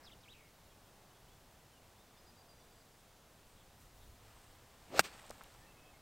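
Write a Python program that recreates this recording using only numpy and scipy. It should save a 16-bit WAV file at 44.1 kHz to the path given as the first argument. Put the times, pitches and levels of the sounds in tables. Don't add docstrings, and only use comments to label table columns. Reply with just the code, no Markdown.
import sys
import numpy as np
from scipy import signal
from scipy.fft import rfft, irfft
from scipy.io import wavfile

SR = 44100
rng = np.random.default_rng(int(sys.argv[2]) if len(sys.argv) > 2 else 0)


def transcribe(u):
    v = np.clip(np.atleast_2d(u).T, -1, 1)
    q = np.round(v * 32767).astype(np.int16)
    wavfile.write(sys.argv[1], SR, q)


def boost_factor(decibels):
    exponent = np.asarray(decibels, float) / 20
    return 10 ** exponent


N = 265305
T = np.arange(N) / SR
STRIKE_S = 4.99376
FADE_DB = 40

# [f/Hz, level/dB]
AIR_SPECTRUM = [(12, -38.5), (20, 2.5), (70, -9.5), (104, -2), (319, -9), (780, -8.5), (1300, -13.5),
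                (2260, -18), (3500, -18.5), (8600, -23), (9400, -24.5), (15000, -26)]
# [f/Hz, side minus middle/dB]
AIR_WIDTH = [(60, -55.5), (110, -47), (200, -28), (380, -22), (700, -25), (1290, -23), (2380, -15.5),
             (4400, -15), (8120, -12), (15000, -9)]
# [nearest t/s, gain/dB, pass length/s]
CARS = [
    (0.01, 3.5, 0.152),
    (1.054, 1.57, 0.385),
    (2.293, 1.5, 0.46),
    (5.9, 2, 0.87),
]
# [t/s, level/dB, attack/s, hold/s, release/s]
GUSTS = [
    (.3, -75.5, .8, 0.104, .6),
    (4.003, -67.5, 1.46, 0.453, 0.72),
    (4.987, -54, 0.117, .002, 0.08),
    (5.303, -73, 1.4, 0.57, .9),
]
# [start t/s, length/s, first f/Hz, last f/Hz, level/dB]
SWEEPS = [
    (.062, 0.0268, 4384, 3157, -60.5),
    (.091, .019, 3360, 1998, -67),
    (.111, 0.0147, 2587, 3850, -65),
    (.12, 0.02, 3860, 2840, -63),
    (.274, 0.041, 1934, 3750, -62.5),
    (.306, 0.0244, 3680, 3900, -62),
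]
# [start t/s, length/s, first f/Hz, last f/Hz, level/dB]
BUZZES = [
    (0.001, 0.0693, 1715, 1594, -69.5),
    (.03, 0.0304, 4900, 5250, -66.5),
    (.052, .018, 5400, 4193, -62.5),
    (.206, 0.0187, 5160, 5040, -71.5),
    (.322, 0.0219, 4027, 2910, -63),
]
# [start t/s, length/s, first f/Hz, last f/Hz, level/dB]
SLIDES = [
    (.227, .043, 4600, 2080, -65.5),
    (.336, 0.081, 2740, 2343, -68),
    (.39, 0.115, 2312, 2125, -73),
]
# [start t/s, length/s, f/Hz, level/dB]
HELD_NOTES = [(0.688, 0.049, 3306, -76.5), (1.301, .045, 3404, -76), (1.826, 0.0275, 2700, -78),
              (2.068, .03, 4960, -79.5), (2.254, 0.06, 4897, -72), (2.36, 0.076, 4755, -70),
              (2.561, 0.111, 4844, -80.5), (2.57, .06, 5815, -81), (2.58, 0.068, 3480, -77.5),
              (2.637, .045, 8010, -78.5), (2.71, 0.095, 7780, -78.5), (2.7, 0.046, 4747, -77),
              (2.76, 0.037, 4760, -76.5), (2.8, 0.029, 4760, -76), (2.959, .06, 8580, -82),
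              (5.657, 0.073, 2660, -74), (5.754, .095, 2575, -74), (5.822, 0.102, 2585, -72.5),
              (5.837, 0.07, 3215, -75)]
# [start t/s, length/s, first f/Hz, last f/Hz, level/dB]
GLIDES = [(.85, .04, 3124, 3300, -79.5), (1.1, 0.0274, 2780, 3185, -76), (1.137, 0.0424, 3450, 3267, -77.5),
          (1.27, .04, 2800, 3400, -73.5), (1.715, .08, 3186, 2738, -75.5), (1.984, 0.035, 3328, 3900, -74),
          (2.16, 0.058, 4944, 5096, -74.5), (2.165, .025, 3403, 3800, -75.5),
          (2.476, 0.076, 4875, 4710, -70), (5.595, 0.083, 1694, 1890, -72.5),
          (5.73, 0.041, 2068, 2205, -78), (5.925, .055, 2202, 2090, -75.5)]
# [start t/s, length/s, first f/Hz, last f/Hz, level/dB]
CHURRS = [
    (5.09, 0.0805, 4650, 4550, -71),
    (3.465, 0.093, 8400, 8200, -79.5),
    (3.55, 0.097, 3900, 3100, -75.5),
    (4.0, .06, 3650, 3600, -75),
    (4.33, 0.146, 8400, 8300, -77),
]
# [f/Hz, gain/dB]
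MICROPHONE = [(6500, 0), (8600, 5), (9400, -9.5), (11000, -8), (14000, -6), (16000, -16)]
# [f/Hz, level/dB]
CLOTH_SPECTRUM = [(88, -31), (150, -8), (341, -7.5), (790, -0.5), (2000, -5), (3700, -8), (4600, -11.5),
                  (6000, -14.5), (16000, -15)]
# [t/s, level/dB, attack/s, hold/s, release/s]
GESTURES = [
    (3.801, -71, 0.1146, .01, 0.35),
    (4.248, -68.5, 0.386, 0.207, 1.06),
    (4.849, -69, 1.49, 0.057, .25),
    (5.121, -58.5, .12, 0.027, 1.075),
    (5.3, -66, 0.494, 0.154, 1.34),
]
# [t/s, peak/dB, f/Hz, ring-out (60 dB)/s]
CLUB_TOUCHES = [
    (4.9926, -13, 850, .004),
    (4.99367, 1, 6500, .0007),
    (4.99369, -10, 13000, .001),
]
# [t/s, peak/dB, f/Hz, ring-out (60 dB)/s]
TAPS = [(4.997, -42, 169.2, 0.09), (5.3082, -39.5, 13000, .001), (5.2957, -46.5, 11500, 0.00102),
        (5.5417, -49, 11500, .001), (5.241, -46, 894, 0.0114), (5.256, -45.5, 800, 0.0117),
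        (5.265, -46.5, 8260, 0.0029), (5.2958, -33, 6000, 0.00095), (5.2959, -44.5, 8300, 0.0041),
        (5.3036, -31.5, 590, 0.01016), (5.3079, -26, 5960, 0.00074), (5.308, -40, 8180, 0.0049),
        (5.3124, -30.5, 1180, 0.00313), (5.398, -53, 7000, 0.00194), (5.4099, -36.5, 1230, 0.0056),
        (5.4146, -34.5, 1417, 0.0035), (5.437, -40.5, 12500, 0.00123), (5.4374, -45, 7500, 0.00158),
        (5.443, -39.5, 3000, 0.0021), (5.542, -48.5, 7000, 0.00097), (5.549, -45, 1200, 0.0041)]
# [f/Hz, level/dB]
WAKE_SPECTRUM = [(150, -6.5), (600, -6), (1080, -5), (1900, -6), (2600, -1.5), (3890, -8), (8390, -19),
                 (16000, -17)]
# [t/s, wake level/dB, attack/s, hold/s, release/s]
PASSES = [
    (4.981, -39.5, .125, 0.0056, 0.0226),
    (5.044, -47, .045, 0.0167, 0.128),
]
# [f/Hz, level/dB]
TURF_SPECTRUM = [(59, -31.5), (120, 3), (452, -5.5), (1130, -0.5), (2320, -2.5), (3320, -3.5), (6500, -9.5),
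                 (16000, -5.5)]
# [f/Hz, level/dB, ring-out (60 dB)/s]
BALL_RINGS = [(695, -30.5, 0.021), (1322, -25.5, 0.0246), (1565, -25, 0.0245), (1857, -31, 0.0256),
              (2225, -20.5, 0.0222), (2700, -17.5, 0.017), (3660, -32.5, 0.0204), (4710, -29.5, 0.017),
              (5600, -17, 0.0096), (7640, -44.5, 0.0167)]
# [delay/s, level/dB]
BOUNCES = [
    (.0014, -22),
    (.0027, -24.5),
]


def unit(x):
    return x / np.sqrt(np.mean(x ** 2))


def colour(table, hz):
    f, db = np.transpose(table)
    return boost_factor(np.interp(np.log(hz + 1), np.log(f), db))


def noise(*tables, size=N):
    whole = 8192 * (size // 8192 + 1)
    hz = np.arange(whole // 2 + 1) * SR / whole
    gain = np.prod([colour(table, hz) for table in tables], axis=0)
    return irfft(rfft(rng.standard_normal(whole)) * gain, whole)[:size]


def wobble(hz, size):
    return unit(noise([(hz / 2, 0), (hz, -6), (10 * hz, -80)], size=size))


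def span(table):
    s, *columns = np.transpose(table)
    cut = slice(int(s[0] * SR), min(int(s[-1] * SR), N))
    return cut, [np.interp(T[cut], s, column) for column in columns]


def gesture(s, db, attack, hold, release, sag_db=0.):
    attack, hold, release = np.array([attack, hold, release]) + 1e-4
    start_db = db - FADE_DB * min(1, s / attack)
    end_db = db - sag_db
    return [(max(s - attack, 0), start_db), (s, db), (s + hold, end_db),
            (s + hold + release, end_db - FADE_DB)]


def burst(table, *spectra, grain_db, grain_hz):
    out = np.zeros(N)
    cut, (db,) = span(table)
    grains = boost_factor(grain_db * wobble(grain_hz, len(db)))
    out[cut] = boost_factor(db) * unit(noise(*spectra, size=len(db)) * grains)
    return out


def add_ring(out, s, db, hz, t60, rise=0.):
    cut = slice(int(s * SR) + 1, int((s + t60) * SR) + 2)
    t = T[cut] - s
    swell = 1 - np.exp(-t * hz / rise) if rise else 1
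    decay = np.exp(-np.log(1000) * t / t60)
    out[cut] += boost_factor(db) * swell * decay * np.sin(2 * np.pi * hz * t)


def tone(hz, rough, spread_hz):
    turn = np.exp(2j * np.pi * np.cumsum(hz) / SR)
    smear = (wobble(spread_hz, len(hz)) + 1j * wobble(spread_hz, len(hz))) / np.sqrt(2)
    blend = np.sqrt(1 - rough) + np.sqrt(rough) * smear
    return np.sqrt(2) * np.real(turn * blend)


def sing(rows, rough, spread_hz, edge, ease):
    out = np.zeros(N)
    for s, length, first, last, db in rows:
        cut, (part,) = span([(s, 1), (s + length, 0)])
        hz = last + (first - last) * part ** ease
        out[cut] += boost_factor(db) * signal.windows.tukey(len(hz), edge) * tone(hz, rough, spread_hz)
    return out


def lowpass(x, hz):
    return signal.sosfiltfilt(signal.ellip(8, .1, 40, hz, fs=SR, output="sos"), x)


def far_air():
    air_db, air_top_hz, traffic_db = -63.5, 15750, -0.43
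    mid, side = noise(AIR_SPECTRUM), noise(AIR_SPECTRUM, AIR_WIDTH)
    gain = boost_factor(air_db) / np.std(mid)
    band = signal.butter(1, [200, 1600], "band", fs=SR, output="sos")
    traffic = signal.sosfiltfilt(band, mid)
    swell_db = traffic_db + sum(db * np.exp(-((T - s) / length) ** 2) for s, db, length in CARS)
    mid = mid + (boost_factor(swell_db) - 1) * traffic
    return lowpass(gain * np.array([mid + side, mid - side]), air_top_hz)


def breeze():
    breeze_db = -71.5
    wind = boost_factor(breeze_db)
    for gust in GUSTS:
        cut, (db,) = span(gesture(*gust))
        wind = wind + np.pad(boost_factor(db), (cut.start, N - cut.stop))
    low = [(15, -2.5), (50, 0.5), (110, -3.5), (300, -35)]  # f/Hz, level/dB
    return wind * burst([(0, 0), (N / SR, 0)], low, grain_db=2.5, grain_hz=9)


def birds():
    woods_t60_s, woods_db, near_in_woods_db = 0.47, -6, -5.5
    near = sing(SWEEPS, rough=.05, spread_hz=460, edge=0.305, ease=1.6)
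    near += sing(BUZZES, rough=.75, spread_hz=670, edge=0.39, ease=1.4)
    near += sing(SLIDES, rough=0.73, spread_hz=364, edge=0.35, ease=1.5)
    held = [(s, length, hz, hz, db) for s, length, hz, db in HELD_NOTES]
    far = sing(held + GLIDES, rough=.12, spread_hz=91, edge=.55, ease=1.147)
    far += sing(CHURRS, rough=1.0, spread_hz=360, edge=0.57, ease=1.5)
    t = T[:SR // 2]
    woods = rng.standard_normal(len(t)) * np.exp(-np.log(1000) * t / woods_t60_s)
    woods /= np.linalg.norm(woods)
    echo = signal.oaconvolve(far + boost_factor(near_in_woods_db) * near, woods)[:N]
    return near + far + boost_factor(woods_db) * echo


def clothes():
    return sum(burst(gesture(*row), CLOTH_SPECTRUM, MICROPHONE, grain_db=1.75, grain_hz=148.9)
               for row in GESTURES)


def taps():
    out = np.zeros(N)
    for s, db, hz, t60 in CLUB_TOUCHES + TAPS:
        add_ring(out, s, db, hz, t60, rise=0.233)
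    return -out


def club_wake():
    split_hz, bright_share = 4200, .8
    dull = [(split_hz / 2, 0), (split_hz * 2, -20)]
    bright = [(split_hz / 2, -20), (split_hz, 0)]
    out = np.zeros(N)
    for s, db, attack, hold, release in PASSES:
        dull_curve = gesture(s, db - 2.5, attack, hold, release)
        bright_curve = gesture(s, db - 4.5, bright_share * attack, hold, bright_share * release)
        out += burst(dull_curve, WAKE_SPECTRUM, dull, grain_db=-0.2, grain_hz=300)
        out += burst(bright_curve, WAKE_SPECTRUM, MICROPHONE, bright, grain_db=1.15, grain_hz=400)
    return out


def shaft_whistle():
    top_hz, sag_hz_per_s = 640, 3400
    loudest_s, whistle_db, fade_s = 4.967, -43.5, 0.093
    out = np.zeros(N)
    cut = slice(int(4.85 * SR), int(5.08 * SR))
    hz = top_hz - sag_hz_per_s * np.abs(T[cut] - STRIKE_S)
    whistle = tone(hz, rough=0.87, spread_hz=284)
    whistle += boost_factor(-8.5) * tone(2 * hz, rough=1, spread_hz=460)
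    away_s = T[cut] - loudest_s
    away_s = np.where(away_s > 0, 1.4, 1) * away_s
    out[cut] = boost_factor(whistle_db - FADE_DB * (away_s / fade_s) ** 2) * whistle
    return out


def turf_tear():
    curve = gesture(4.9958, -25.5, attack=.004, hold=.016, release=.007, sag_db=17)
    return burst(curve, TURF_SPECTRUM, MICROPHONE, grain_db=1.2, grain_hz=900)


def ball_strike():
    contact_s, squeeze_db = .0007, 7
    contact = np.clip((T - STRIKE_S) / contact_s, 0, 1)
    crack = boost_factor(squeeze_db) * np.sin(2 * np.pi * contact)
    out = crack.copy()
    for delay, db in BOUNCES:
        out += boost_factor(db) * np.interp(T - delay, T, crack)
    for hz, db, t60 in BALL_RINGS:
        add_ring(out, STRIKE_S, db, hz, t60)
    return out


def scene():
    background = far_air() + breeze()
    swing = clothes() + club_wake() + shaft_whistle()
    hit = taps() + turf_tear() + ball_strike()
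    return background + birds() + swing + hit


def low_pass(x):
    return signal.sosfilt(signal.butter(12, 16650, fs=SR, output="sos"), x)


def record(dry):
    ceiling, top_hz = .315, 16000
    clipped = np.clip(dry, -ceiling, ceiling)
    mix = lowpass(clipped, top_hz)
    return low_pass(mix)


dry = scene()
out = record(dry)
transcribe(out)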